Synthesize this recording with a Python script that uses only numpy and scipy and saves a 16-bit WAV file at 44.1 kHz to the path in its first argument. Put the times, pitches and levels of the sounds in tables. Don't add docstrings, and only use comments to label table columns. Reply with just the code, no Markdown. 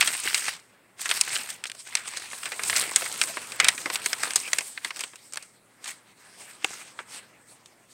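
import sys
import numpy as np
from scipy import signal
from scipy.fft import rfft, irfft
from scipy.io import wavfile
from scipy.ndimage import uniform_filter1d

SR = 44100
rng = np.random.default_rng(int(sys.argv[2]) if len(sys.argv) > 2 else 0)


def makeup_ratio(level_db):
    decades = np.asarray(level_db, float) / 20
    return 10 ** decades


def to_wav(sig):
    pcm = np.clip(np.atleast_2d(sig), -1, 1) * 32767
    pcm = np.round(pcm).astype(np.int16)
    wavfile.write(sys.argv[1], SR, pcm.T)


N = 349713


def level(x, db):
    return x * makeup_ratio(db) / np.sqrt(np.mean(x ** 2))


def tint(x, points):
    hz, db = np.transpose(points)
    grid_hz = np.arange(1, 2050) * SR / 4096
    log_gain = np.log(makeup_ratio(np.interp(np.log(grid_hz), np.log(hz), db)))
    cepstrum = irfft(log_gain)
    fold = np.r_[1, 2 * np.ones(2047), np.zeros(2048)]
    response = irfft(np.exp(rfft(cepstrum * fold)))
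    return signal.fftconvolve(x, response)[:N]


def walk(rate):
    hold = int(SR / rate)
    steps = np.repeat(rng.standard_normal(N // hold + 1), hold)
    return 1.3 * uniform_filter1d(uniform_filter1d(steps, hold), hold)[:N]


# (frequency [Hz], relative density [dB per Hz])
ROOM_SPECTRUM = [(25, 5), (70, -10.5), (200, 5.5), (600, 0.5), (1300, -5), (2300, -6.5), (3500, -19),
                 (6000, -23), (8400, -9), (10000, -16), (16000, -18.5)]


def room():
    tone = level(tint(rng.standard_normal(N), ROOM_SPECTRUM), -63.5)
    hum_hz = 118 + 3.2 * walk(11.0)
    hum = np.sin(2 * np.pi * np.cumsum(hum_hz) / SR) * makeup_ratio(2.1 * walk(1.5))
    return tone + level(hum, -75)


# (start [s], length [s], first frequency [Hz], last frequency [Hz], level [dB])
CREAK_GLIDES = [(2.14, .045, 2114, 5460, -40.5), (3.608, 0.06, 2202, 2390, -25),
                (4.424, 0.068, 2397, 2510, -39), (5.0, 0.026, 2450, 2510, -36)]


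def creaks():
    out, waver, rough = np.zeros(N), walk(900), rng.standard_normal(N)
    for start, length, from_hz, to_hz, db in CREAK_GLIDES:
        span = slice(int(start * SR), int((start + length) * SR))
        u = np.linspace(0, 1, len(waver[span]))
        glide_hz = from_hz + (to_hz - from_hz) * u ** 2
        hz = glide_hz * (1 + 0.06 * waver[span])
        tone = np.sin(2 * np.pi * np.cumsum(hz) / SR)
        roughness = 14 * uniform_filter1d(rough[span], size=100)
        out[span] += makeup_ratio(db) * np.sqrt(np.sin(np.pi * u)) * roughness * tone
    return out


# (lower edge [Hz], upper edge [Hz])
ZONES = np.array([(200, 1200), (1200, 5000), (5000, 10000), (10000, 16000)])


def zone_weights(hz):
    centres = np.log(np.sqrt(ZONES.prod(axis=1)))
    return np.array([np.interp(np.log(hz), centres, row) for row in np.eye(4)])


# (frequency [Hz], relative density [dB per Hz])
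PAPER_COLOUR = [(40, -31), (120, -16), (500, -12.5), (1200, -6), (2250, -2), (3300, -6), (4700, -4.5),
                (5900, -6), (7300, -6), (8500, -1), (9600, -12.5), (11500, -23.5), (16000, -29.5)]


def zone_offsets_db():
    hz, db = np.transpose(PAPER_COLOUR)
    grid_hz = np.arange(1, SR / 2)
    power = makeup_ratio(2 * np.interp(np.log(grid_hz), np.log(hz), db))
    return np.array([-10 * np.log10(power[lo:hi].sum() / len(grid_hz)) for lo, hi in ZONES])


# (time [s],
# crackle at 1.2-5 kHz [dB], treble at 5-10 kHz above crackle [dB], flexing at 0.2-1.2 kHz [dB])
GRIP_LEVELS = [(0, -34, -7, -44), (.2, -33, 0, -54), (.5, -39.5, -0.5, -50), (.63, -61, -4.5, -59.5),
               (.77, -63.5, -15.5, -66.5), (0.961, -61.5, -10, -61.5), (1.0, -39.5, 2.5, -53),
               (1.45, -40.5, -3.5, -51), (1.62, -52, -18, -54.5), (1.84, -62, 10, -70),
               (1.92, -43, -10, -55), (2.55, -43.5, 1.5, -50), (2.9, -36, -4, -41.5),
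               (3.2, -39, 2.5, -43.5), (3.56, -49, -1, -49.5), (3.75, -43.5, 5, -44.5),
               (4.0, -39.5, -12, -47.5), (4.5, -55, 11.5, -50), (4.81, -58, 0, -61), (5.08, -52, -16, -60),
               (5.22, -61, 2.5, -70), (5.608, -62, -5, -63), (6.04, -60, -7.5, -62),
               (6.448, -51.5, -1, -55.5), (6.59, -56, -16, -54.5), (6.95, -59, -9.5, -53.5),
               (7.3, -57.5, -10, -56), (7.93, -62.5, -3.5, -62)]
# (peak time [s], crackle at 1.2-5 kHz [dB],
# treble above crackle [dB], sheen at 10-16 kHz above treble [dB], fading time to -10 dB [ms])
RUSTLE_PUSHES = [(.0, -31, -5.5, -4, 50), (.06, -30.5, -3.5, 1.5, 94), (0.258, -28, -26, -12, 52),
                 (.37, -34, 2, -6, 52), (0.469, -32, -2, -13.5, 68), (1.012, -46, 16.5, -10, 20),
                 (1.169, -29.5, -0.5, -5, 70), (1.342, -28, -4, -5, 71), (1.5, -42.5, -1, -3, 61),
                 (1.671, -41, 9, -13, 9), (1.8, -50.5, 10, -20, 21), (1.872, -38, -3, -15, 24),
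                 (1.961, -39, -4, -7, 51), (2.078, -37.5, 2, -10, 23), (2.17, -41, 0.5, -11, 73),
                 (2.35, -53, 10, -3, 95), (2.68, -41.5, 7.5, -0.5, 54), (2.769, -23.5, -4, -2, 63),
                 (2.998, -31, 1, -1, 40), (3.23, -45, 11, -4, 36), (3.62, -32, -14.5, -12, 62),
                 (3.669, -23.5, -10.5, -9, 38.5), (3.94, -31, -2, -1, 30), (4.07, -43, 7.5, -4, 66),
                 (4.238, -29, -6, -3, 72), (4.38, -38, 2.5, -10, 94), (4.55, -39, -1, -4, 75),
                 (4.67, -50, 9, -5, 92), (4.861, -42.5, -4, -5, 70), (5.01, -46, 5.5, -9, 81),
                 (5.16, -59, 8, -1, 8), (5.371, -45, -5.5, -3, 50), (5.85, -50.5, 2, -9, 45),
                 (5.89, -35, -3.5, -6, 38.5), (6.51, -45.5, -4.5, -7, 51), (6.65, -37.5, -10, -13, 48),
                 (6.73, -43, 1, -9.5, 146), (7.0, -45.5, -7, -10, 44), (7.138, -42.5, -1.5, -6.5, 72),
                 (7.489, -66.5, 14, -9, 62), (7.67, -64, 4.5, -9.5, 57), (7.92, -73.5, 19.5, -14, 39)]


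def handling_db(now):
    s, grip_db, bright_db, flex_db = np.transpose(GRIP_LEVELS)
    grip_db, bright_db, flex_db = (np.interp(now, s, db) for db in (grip_db, bright_db, flex_db))
    peak_s, peak_db, treble_db, sheen_db, fading_ms = np.transpose(RUSTLE_PUSHES)[:, :, None]
    rise_share, roundness = 0.58, 1.14
    late = (now - peak_s) * 1000 / fading_ms
    swell_db = peak_db - 10 * np.maximum(late, -late / rise_share) ** roundness
    steady_db = [flex_db, grip_db, grip_db + bright_db, grip_db + bright_db - 6]
    above_db = [-13.5, 0, treble_db, treble_db + sheen_db]
    zones_db = []
    for grip_zone_db, rustle_zone_db in zip(steady_db, above_db):
        rustle_power = makeup_ratio(2 * (swell_db + rustle_zone_db)).sum(axis=0)
        zones_db.append(10 * np.log10(makeup_ratio(2 * grip_zone_db) + rustle_power))
    return np.array(zones_db)


def fade(x, t60):
    pole = np.exp(-np.log(1000) / (t60 * SR))
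    return signal.lfilter([1], [1, -pole], x)


BANDS_HZ = 64 * 2 ** np.arange(0, 8.1, 1 / 3)


def crackle_envelopes(crumple):
    grains_per_s, t60 = 380, 0.02
    count = int(grains_per_s * N / SR)
    at = rng.integers(0, N, count)
    size_db = np.minimum(4.5 * rng.exponential(size=count), 11)
    tilt = rng.standard_normal(count)
    patch = uniform_filter1d(rng.standard_normal((len(BANDS_HZ), count)), size=2, axis=0)
    surge = walk(45)
    for k, hz in enumerate(BANDS_HZ):
        tilt_db = 4.5 * tilt * np.log2(max(hz, 900) / 3500) / 2
        spikes = np.zeros(N)
        spikes[at] = makeup_ratio(2 * (size_db + 6.5 * patch[k] + tilt_db))
        grains = fade(spikes, t60 / 2)
        slide = makeup_ratio(2 * (2.0 * surge + 2.9 * walk(25)))
        yield np.sqrt(crumple * grains / np.mean(grains) + (1 - crumple) * slide / np.mean(slide))


# (time [s], peak at 1.2-5 kHz [dB],
# thud at 0.2-1.2 kHz above peak [dB], crack at 5-10 kHz above peak [dB], ring time to -60 dB at 3 kHz [ms])
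CREASE_SNAPS = [(0.0094, -6.5, -27, -10, 59), (0.026, -11.5, -27, -13.5, 39), (0.0742, -14, -25, -3, 58),
                (0.1496, -24, -12, -10, 30), (0.2747, -12.5, -35, -36, 33), (0.3297, -22, -15, -13, 15),
                (0.3448, -14.5, -26, -2, 45), (0.378, -22, -26, -10, 55), (0.4817, -11, -24, -22, 24),
                (0.9936, -35.5, -13, -11, 38), (1.057, -18, -22, -13, 54), (1.0917, -16.5, -18, -4.5, 30),
                (1.1, -21.5, -15, -6, 37), (1.1125, -12.5, -19.5, -7, 37), (1.2113, -12, -28.5, 5.5, 25),
                (1.276, -18, -18, -32, 25), (1.303, -23, -22, -24, 30), (1.357, -22.5, -34, -4, 46),
                (1.502, -35, -30, 11.5, 49), (1.6392, -23.5, -20, -3.5, 29), (1.655, -27, -15.5, -7, 30),
                (1.6983, -26, -19, -8, 23), (1.7165, -27.5, -31, -2, 16), (1.7493, -40, -8, 3, 32),
                (1.9524, -10, -29.5, -6.5, 24), (1.9695, -21, -39, -12, 56), (2.1365, -32, -5.5, -6.5, 26),
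                (2.1709, -31.5, -13, 4, 58), (2.3316, -27.5, -9, -17, 33), (2.432, -25, -23, -7, 33),
                (2.4558, -23, -18, -10, 90), (2.519, -25, -10, -10, 79), (2.5937, -22.5, -14, -26, 48),
                (2.6351, -26.5, -12, 2, 45), (2.6978, -18, -14, -3.5, 44), (2.7292, -18, -16, -16, 34),
                (2.7622, -21, -17, 6, 83), (2.8375, -24, -16, -15, 28), (2.923, -33.5, -14, 4.5, 13),
                (2.9599, -14.5, -17.5, 5.5, 45), (3.021, -23, -1.5, -24, 33), (3.0607, -23.5, -20, -16, 48),
                (3.2143, -8.5, -31, -6, 36), (3.2374, -24.5, -3.5, 6, 13), (3.2864, -33, -22, -1, 28),
                (3.3708, -20, -8.5, -27, 38), (3.52, -28.5, -11, -1, 30), (3.6004, -4.5, -26.5, -11.5, 45),
                (3.6446, -13.5, -17.5, 2.5, 31), (3.6845, -1.5, -35, -5.5, 32),
                (3.7785, -20.5, -28, -17, 41), (3.8582, -25, 3, -9, 52), (3.9003, -18.5, -9, -13, 33),
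                (3.946, -30, -17, -8, 33), (3.9568, -16.5, -21, -3, 25), (4.0599, -15.5, -13, 0, 28),
                (4.1307, -15.5, -15.5, -3.5, 29), (4.2335, -15, -15, -5.5, 23), (4.2718, -33, 6, -15, 38),
                (4.3066, -24, -18, -3.5, 30), (4.335, -25, -14, 1, 10), (4.3581, -21.5, -8, 13, 50),
                (4.4782, -22, -25, -21, 39), (4.519, -32, -16, -4, 11), (4.5318, -15.5, -15.5, 3, 24),
                (4.585, -18, -16.5, 2.5, 35), (4.6074, -26, -8, -6.5, 43), (4.7761, -17, -32, -29.5, 26),
                (4.8467, -18, -14.5, -9.5, 45), (4.906, -19.5, -19.5, -15.5, 28),
                (4.9608, -33.5, -28, 3, 23), (4.968, -35, -10, 0, 59), (4.9924, -34, -8, 3, 48),
                (5.007, -27, -17, 5, 43), (5.0368, -25.5, -12, -1.5, 42), (5.1342, -37, -5, -25, 36),
                (5.1568, -40, -20, 2, 43), (5.3236, -41.5, -9, 7, 30), (5.3348, -35.5, -8, 9, 26),
                (5.3427, -43, -7, 13, 22), (5.358, -35, -2, 5.5, 15), (5.3722, -23.5, -14, -2.5, 28),
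                (5.4251, -44, -10, 7.5, 61), (5.842, -32, -25, 0.5, 39), (5.8576, -26, -24, -11, 42),
                (5.8773, -31.5, -14, 3.5, 29), (5.914, -34, -33, -2, 18), (6.6448, -7.5, -10.5, -12, 17.4),
                (6.99, -24, -12, -24.5, 48), (7.659, -46.5, -20.5, 1, 27)]


def snap_envelope(hz, wobble_db):
    s, peak_db, thud_db, crack_db, ring_ms = np.transpose(CREASE_SNAPS)
    zones_db = np.array([thud_db, 0 * s, crack_db, crack_db - 13]).T + zone_offsets_db()
    db = peak_db - 0.5 + wobble_db + zones_db @ zone_weights(hz)
    db = db + 10.0 * min(np.log2(hz / 350), 0)
    t = np.arange(int(0.06 * SR)) / SR
    rise = 1 - np.exp(-t / 0.0003)
    tick = makeup_ratio(-60 * t / 0.004)
    ring_t60 = ring_ms[:, None] / 1000 * (3000 / max(hz, 400)) ** 0.32
    ring = makeup_ratio(-60 * t / ring_t60)
    faint = makeup_ratio(-26 - 60 * t / 0.013)
    bursts = makeup_ratio(db)[:, None] * rise * (tick + ring + faint)
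    power = np.zeros(N + SR)
    for start, burst in zip((s * SR).astype(int), bursts):
        power[start:start + len(t)] += burst ** 2
    return np.sqrt(power[:N])


def band(x, hz):
    edges = [hz / 2 ** (1 / 6), hz * 2 ** (1 / 6)]
    return signal.sosfiltfilt(signal.butter(2, edges, "band", fs=SR, output="sos"), x)


def sheet():
    gentle_db, firm_db, most = -56, -35, 0.62
    now = np.arange(N) / SR
    s = now[::128]
    zones_db = handling_db(s)
    firmness = (np.interp(now, s, zones_db[1]) - gentle_db) / (firm_db - gentle_db)
    crumple = most * np.clip(firmness, 0, 1)
    zones_db = np.transpose(zones_db) + zone_offsets_db()
    wobble_db = 2 * rng.standard_normal((len(CREASE_SNAPS), len(BANDS_HZ)))
    shake = rng.standard_normal(N)
    out = 0
    for k, (hz, grains) in enumerate(zip(BANDS_HZ, crackle_envelopes(crumple))):
        effort = makeup_ratio(np.interp(now, s, zones_db @ zone_weights(hz)))
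        envelope = np.hypot(effort * grains, snap_envelope(hz, wobble_db[:, k]))
        out = out + band(envelope * shake, hz)
    return makeup_ratio(-2.5) * tint(out, PAPER_COLOUR)


def scene():
    return (sheet() + creaks() + room())[None]


def roll_off(x):
    return signal.sosfilt(signal.butter(12, 16990, fs=SR, output="sos"), x)


def record(dry):
    limited = np.clip(dry, -1, 1)
    no_bass = signal.sosfilt(signal.butter(2, 40, "high", fs=SR, output="sos"), limited)
    mix = signal.sosfilt(signal.ellip(8, 0.2, 40, 15800, fs=SR, output="sos"), no_bass)
    return roll_off(mix)


dry = scene()
out = record(dry)
to_wav(out)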